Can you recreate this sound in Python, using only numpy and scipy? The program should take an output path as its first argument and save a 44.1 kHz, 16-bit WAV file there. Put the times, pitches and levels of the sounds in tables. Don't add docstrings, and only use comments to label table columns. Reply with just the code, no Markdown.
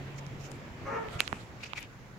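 import sys
import numpy as np
from scipy import signal
from scipy.fft import rfft, irfft
from scipy.io import wavfile
from scipy.ndimage import uniform_filter1d

SR = 44100
rng = np.random.default_rng(int(sys.argv[2]) if len(sys.argv) > 2 else 0)


def voltage_ratio(decibels):
    exponent = np.asarray(decibels, float) / 20
    return 10 ** exponent


def bounce(signal):
    frames = np.transpose(np.atleast_2d(signal))
    limited = np.clip(frames, -1, 1)
    pcm = np.round(limited * 32767).astype(np.int16)
    wavfile.write(sys.argv[1], SR, pcm)


N = 96314

# (frequency [Hz], level per Hz [dB])
NEAR_SPECTRUM = [(25, -13.5), (120, -1.5), (300, -6), (900, -14.5), (2500, -20), (4000, -30.5), (7300, -37),
                 (8600, -49)]
# (frequency [Hz], level per Hz [dB])
AWAY_SPECTRUM = [(25, -25.5), (115, 3), (300, -8), (700, -12.5), (2000, -14), (3500, -25), (7300, -27),
                 (8600, -63)]
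# (time [s], share facing the fan [0-1])
FACING_FAN = [
    (0, 0.9),
    (.35, 0.8),
    (.7, 0.72),
    (1, 0.97),
    (1.3, 0.76),
    (1.55, 0.42),
    (1.75, 0.34),
    (2.18, 0.1),
]
# (frequency [Hz], left-right likeness [-1 to 1])
COHERENCE = [(40, 0.88), (130, 0.74), (300, 1), (650, 0.53), (1500, 0.0), (4000, 0.1)]
# (frequency [Hz], left-right level [dB])
BALANCE = [(60, 0), (240, 0), (950, 1), (3770, -4), (15000, -9)]
# (time [s], level [dB])
BLADE_LEVEL = [
    (0, -43.5),
    (.35, -46),
    (.55, -51.5),
    (.72, -55),
    (.85, -77),
    (2.18, -57),
]
# (middle [s], length [s], level [dB], centre [Hz], left-right [dB])
SWISH_EVENTS = [(.08, 0.021, -67.5, 4130, -4), (.17, .03, -67, 6340, -5), (.188, 0.018, -56.5, 5840, -13),
                (.415, 0.032, -61.5, 5250, -13), (.455, 0.048, -59.5, 5900, -13.5),
                (.55, 0.063, -69, 7060, 7), (1.14, 0.076, -58, 3370, -11), (1.213, 0.041, -59.5, 6940, -21),
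                (1.14, 0.076, -63.5, 8900, -9), (1.262, .04, -56, 3600, -7), (1.41, .05, -60, 3430, -4),
                (1.33, 0.26, -66.5, 8900, -11.5), (1.665, 0.037, -58.5, 4950, -10),
                (1.71, 0.063, -57.5, 2470, -2), (1.803, 0.019, -63.5, 11000, 11),
                (1.825, 0.055, -51.5, 2450, 1)]
# (middle [s], length [s], level [dB], centre [Hz], left-right [dB])
BRUSH_EVENTS = [
    (.186, 0.018, -67, 11500, -4),
    (.45, .08, -69.5, 12500, -2),
    (.517, 0.022, -67, 8000, 9),
    (.555, .05, -73, 10500, 3),
    (1.14, .07, -71, 12100, -4),
    (1.245, .07, -61, 6500, -14),
    (1.3, 0.07, -67, 6430, -8),
    (1.64, 0.047, -72, 12000, 2),
    (1.638, .02, -50, 4230, 0),
    (1.8, .04, -66, 12500, 5),
]
# (middle [s], length [s], level [dB], resonance [Hz], left-right [dB])
SCUFF_EVENTS = [(.188, 0.01, -56.5, 2190, 1), (.452, 0.028, -61, 2660, 11), (1.1965, 0.011, -40, 2670, -1),
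                (1.213, 0.022, -45, 2485, -3), (1.232, 0.021, -53, 2530, 4), (1.355, 0.06, -57.5, 2510, 7),
                (1.615, 0.024, -55, 2380, 6), (1.639, 0.016, -42.5, 2430, -2),
                (1.662, 0.019, -50.5, 2450, 3), (1.765, .02, -48.5, 2370, 5), (1.777, .012, -40.5, 2280, 0),
                (1.786, 0.019, -42.5, 2160, 4.5)]
# (frequency [Hz], level per Hz [dB])
GRIT_SPECTRUM = [(800, -10), (1700, -4.5), (2400, -3.5), (3400, -7.5), (5000, -11.5), (7200, -15),
                 (8600, -26.5), (16000, -39)]
# (frequency [Hz], gain [dB])
PORT_RESPONSE = [(5000, -3), (7300, 0), (8700, -11), (16000, -13)]
# (time [s], peak [dB], ring [Hz], tick [dB], left-right [dB])
TAP_EVENTS = [(.2654, -35, 6300, -42, -8), (.2657, -38, 4900, -42, -8), (.266, -35, 2300, -40, -5),
              (.5101, -46, 8000, -20, 8), (.514, -44, 7500, -20, 8), (.5154, -42, 6500, -20, 8),
              (.5167, -31, 8600, -14, 12), (.5172, -34, 5800, -30, 8), (.5171, -40, 2400, -40, 4),
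              (1.0862, -37.5, 2600, -27, -26.5), (1.20442, -12.3, 4010, -13, -16),
              (1.20465, -14.3, 2340, -40, -26), (1.20459, -8, 9000, -36, -4),
              (1.20483, -12.5, 1735, -50, -19), (1.20501, -8.8, 2140, -50, 0), (1.2757, -30, 2420, -30, 0),
              (1.2757, -38, 7000, -30, -6), (1.2779, -19.1, 3700, -19, -13),
              (1.27795, -29.5, 1140, -50, -7), (1.27765, -29.6, 2220, -50, -18),
              (1.3277, -23.2, 1990, -24, -15), (1.32795, -18.6, 1140, -56, -13),
              (1.32815, -35, 5220, -20, -14), (1.7303, -44, 3200, -20, -10),
              (1.73413, -21.1, 2860, -34, -11), (1.73398, -26, 1225, -50, -15), (1.772, -41, 9600, -10, 1),
              (1.808, -38, 13000, -3, 6), (1.8285, -29, 6600, -40, 8), (1.828, -38, 1300, -40, 3)]
# (time [s], peak [dB], frequency [Hz])
PAD_EVENTS = [
    (1.1505, -31, 100),
    (1.322, -33, 120),
    (1.3275, -30, 250),
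    (1.43, -41, 280),
    (1.3225, -36, 420),
    (1.3273, -31, 500),
    (.266, -38, 130),
    (.705, -38, 85),
]
# (start [s], length [s], level [dB], first pitch [Hz], last pitch [Hz])
YELP_EVENTS = [
    (.84, .06, -42, 546.3, 536),
    (.88, 0.13, -42, 464.3, 453),
    (.85, 0.13, -48, 411.7, 425),
    (0.884, 0.12, -49, 645.7, 632.7),
    (.91, .08, -48.5, 553.2, 563.3),
    (.99, .095, -48, 453.7, 431.7),
    (1.1, .09, -50.5, 662, 684),
]
# (frequency [Hz], level per Hz [dB])
THROAT_SPECTRUM = [(440, 0.5), (650, -2.5), (920, 0.5), (1350, 1), (1580, -6), (1820, -3), (2400, -13),
                   (3400, -32)]

NEAR_DB, AWAY_DB, HISS_DB = -42.5, -53, -71.5
HUM_HZ, HUM_WAVER_DB = 138.8, 1.2
MAINS_HZ, MAINS_WIDTH_HZ, MAINS_DB = 115.2, 9.4, -56.5
GUST_HZ, GUST_DB, GUST_PAN_DB = 69.6, -59, -4
CLAW_Q, SWISH_Q, BRUSH_Q = 5, 2.2, 2.8
CLAW_HISS, SWISH_HISS = .5, 2.5
GRIT_DB, SLIPS_PER_S, SLIP_SPREAD_DB = 1.5, 1500, 2.5
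TAP_CYCLES, TAP_SAG = 2.1, .2
TICK_S, TICK_HZ = 0.00014, 9740
EAR_LAG_S, SHADE_HZ = .0003, 7500
PAD_CYCLES = 2.0
YELP_ROUGH, YELP_WOBBLE = .56, .02
YARD_T60_S, YARD_DB, YARD_DIRECT_DB, PAW_ECHO_DB = .55, -1, 1.5, -28.0
EDGE_HZ = 15950


def evened(x):
    return x / np.sqrt(np.mean(x ** 2) + 1e-20)


def read(points, hz):
    f, value = np.transpose(points)
    return np.interp(np.log(hz + 1), np.log(f + 1), value)


def curve(points, t):
    return np.interp(t, *np.transpose(points))


def add(mix, s, sound):
    part = mix[:, max(round(s * SR), 0):][:, :sound.shape[1]]
    part += sound[:, :part.shape[1]]


def sides(db):
    return voltage_ratio(np.array([[db / 2], [-db / 2]]))


def colour(x, points):
    n = x.shape[-1]
    gain = voltage_ratio(read(points, np.fft.rfftfreq(n, 1 / SR)))
    return irfft(rfft(x) * gain, n)


def resonate(x, hz, width):
    r = np.exp(-np.pi * width / SR)
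    poles = [2, -4 * r * np.cos(2 * np.pi * hz / SR), 2 * r * r]
    return signal.lfilter([1 - r * r, 0, r * r - 1], poles, x)


def slow(rate):
    noise = rng.standard_normal(N + SR)
    wander = signal.lfilter([1], [1, -np.exp(-2 * np.pi * rate / SR)], noise, axis=0)
    return evened(wander[SR:])


def air():
    frames, hz = N // 256 + 5, np.fft.rfftfreq(1024, 1 / SR)
    a, b, c, d, patches = rng.standard_normal((frames, 513, 5)).T
    patches = uniform_filter1d(patches, size=14, axis=0)
    patches = evened(uniform_filter1d(patches, size=10, axis=1))
    share = np.clip(curve(FACING_FAN, np.arange(frames) * 256 / SR), 0, 1.3)
    near, away = read(NEAR_SPECTRUM, hz), read(AWAY_SPECTRUM, hz)
    near = near + NEAR_DB - 10 * np.log10(np.sum(voltage_ratio(2 * near)))
    away = away + AWAY_DB - 10 * np.log10(np.sum(voltage_ratio(2 * away)))
    same = np.clip(read(COHERENCE, hz), -1, 1)[:, None]
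    left = a + 1j * b
    right = same * left + np.sqrt(1 - same ** 2) * (c + 1j * d)
    z = np.array([left, right])
    z *= voltage_ratio(np.outer(near, share) + np.outer(away, 1 - share) + 1.23 * patches)
    z *= voltage_ratio(np.outer([.5, -.5], read(BALANCE, hz)))[:, :, None]
    return 1.113 * signal.istft(z, nperseg=1024, noverlap=768)[1][:, :N]


def fan():
    t = np.arange(N) / SR
    hz = HUM_HZ + 0.44 * uniform_filter1d(slow(1.0), size=2000)
    blade = np.sin(2 * np.pi * np.cumsum(hz) / SR)
    waver_db = HUM_WAVER_DB * uniform_filter1d(slow(3.4), size=600)
    blade *= np.sqrt(2) * voltage_ratio(curve(BLADE_LEVEL, t) + waver_db)
    motor = resonate(rng.standard_normal(N), MAINS_HZ, MAINS_WIDTH_HZ)
    motor = resonate(motor, MAINS_HZ, 3 * MAINS_WIDTH_HZ)
    return sides(-1.6) * (blade + voltage_ratio(MAINS_DB) * evened(motor))


def gusts():
    low = signal.butter(2, GUST_HZ, fs=SR, output="sos")
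    high = signal.butter(2, 25, "high", fs=SR, output="sos")
    rumble = signal.sosfilt(low, rng.standard_normal((2, N)))
    return voltage_ratio(GUST_DB) * sides(GUST_PAN_DB) * evened(signal.sosfilt(high, rumble))


def swish(*row):
    return scuff(*row, sharp=SWISH_Q, hiss=SWISH_HISS)


def yard(x):
    taps = np.zeros((2, SR // 2))
    at = np.arange(300, SR // 2 - 40, 40)
    when = at + rng.integers(0, 40, (2, len(at)))
    np.put_along_axis(taps, when, rng.choice([-1., 1.], (2, len(at))), 1)
    hz, t, z = signal.stft(taps, SR, nperseg=256)
    decay = voltage_ratio(-60 * t * (1 + hz[:, None] / 1500) / YARD_T60_S)
    tail = signal.istft(z * decay, SR, nperseg=256)[1]
    return signal.fftconvolve(x, tail / np.linalg.norm(tail[0]), axes=1)[:, :N]


def brush(s, length, db, hz, pan_db):
    n = round(2 * length * SR)
    noise = rng.standard_normal((2, 9000))[:, :n]
    hiss = resonate(noise, hz, hz / BRUSH_Q)
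    hiss = evened(resonate(hiss, hz, hz / BRUSH_Q))
    stroke = np.exp(-(np.linspace(-1, 1, n) / 0.62) ** 2)
    return s - length, voltage_ratio(db) * sides(pan_db) * stroke * hiss


def scuff(s, length, db, hz, pan_db, sharp=CLAW_Q, hiss=CLAW_HISS):
    n = round(2 * length * SR)
    draw = rng.random((2, 24000))[:, :n]
    noise = rng.standard_normal((3, 24000))[:, :n]
    slipping = draw[0] < SLIPS_PER_S / SR
    slips = slipping * noise[0] * voltage_ratio(-SLIP_SPREAD_DB * np.log(draw[1] + 0.018))
    drive = evened(slips) + hiss * noise[1:]
    claw = resonate(resonate(drive, hz, hz / sharp), hz, 2 * hz / sharp)
    claw = evened(colour(claw, PORT_RESPONSE))
    grit = evened(colour(drive + noise[1:], GRIT_SPECTRUM))
    stroke = np.exp(-(np.linspace(-1, 1, n) / 0.5) ** 2)
    return s - length, voltage_ratio(db) * sides(pan_db) * stroke * (claw + voltage_ratio(GRIT_DB) * grit)


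def tap(s, db, hz, tick_db, pan_db):
    u = np.arange(600) / SR * hz / TAP_CYCLES
    phase = 2 * np.pi * TAP_CYCLES * u * (1 - TAP_SAG * np.tanh(u / 2))
    ring = -np.sin(phase) * np.exp(-2.1 * u) * (1 - np.exp(-9 * u)) ** 2
    ring = signal.sosfilt(signal.butter(2, hz / 5, "high", fs=SR, output="sos"), ring)
    tick = rng.standard_normal(600) * np.exp(-np.arange(600) / SR / TICK_S)
    near = 1.6 * ring + voltage_ratio(tick_db) * 2 * resonate(tick, TICK_HZ, 5000)
    r = np.exp(-2 * np.pi * SHADE_HZ / SR)
    far = signal.lfilter([(1 - r) ** 2], [1, -2 * r, r * r], near)
    far = np.roll(far, round(EAR_LAG_S * SR))
    pair = [far, near] if pan_db < 0 else [near, far]
    return s, voltage_ratio(db) * sides(pan_db) * np.array(pair)


def pad(s, db, hz):
    u = np.arange(0, PAD_CYCLES / hz, 1 / SR) * hz
    push = np.sin(np.pi * u / PAD_CYCLES) ** 2
    return s, voltage_ratio(db) * sides(-3) * np.sin(2 * np.pi * u) * push


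def yelp(s, length, db, first_hz, last_hz):
    n = round(length * SR)
    u, noise = np.arange(n) / n, rng.standard_normal((2, 10000))[:, :n]
    glide = last_hz + (first_hz - last_hz) * (1 - u) ** 2
    wobble = evened(uniform_filter1d(noise[0], size=300))
    turns = np.cumsum(glide * (1 + YELP_WOBBLE * wobble)) / SR
    folds = sum(np.cos(2 * np.pi * k * turns) for k in range(1, 13))
    puffs = (0.39 + np.exp(-(turns % 1) / 0.17)) * noise[1]
    drive = (1 - YELP_ROUGH) * evened(folds) + YELP_ROUGH * evened(puffs)
    throat = [(200, -27)] + THROAT_SPECTRUM + [(4600, -41), (6000, -22), (7600, -38), (9000, -50)]
    voiced = evened(colour(drive, throat))
    swell = np.minimum(np.minimum(u * length / .035, (1 - u) / .35), 1)
    return s, voltage_ratio(db) * swell[None] * voiced


def scene():
    paws, dog = np.zeros((2, N)), np.zeros((1, N))
    mix = air() + fan()
    contacts = ((TAP_EVENTS, tap), (SCUFF_EVENTS, scuff), (SWISH_EVENTS, swish),
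                (PAD_EVENTS, pad), (BRUSH_EVENTS, brush))
    for rows, source in contacts:
        for row in rows:
            add(paws, *source(*row))
    for row in YELP_EVENTS:
        add(dog, *yelp(*row))
    near = paws + voltage_ratio(PAW_ECHO_DB) * yard(paws)
    far = voltage_ratio(YARD_DIRECT_DB) * dog + voltage_ratio(YARD_DB) * yard(dog)
    return mix + near + far + gusts()


def roll_off(x):
    return signal.sosfilt(signal.butter(12, 16510, fs=SR, output="sos"), x)


def record(dry):
    hiss = voltage_ratio(HISS_DB) * rng.standard_normal(dry.shape)
    low_pass = signal.firwin(511, EDGE_HZ, window=("kaiser", 9), fs=SR)
    mix = signal.oaconvolve(dry + hiss, low_pass[None], "same")
    return roll_off(mix)


dry = scene()
out = record(dry)
bounce(out)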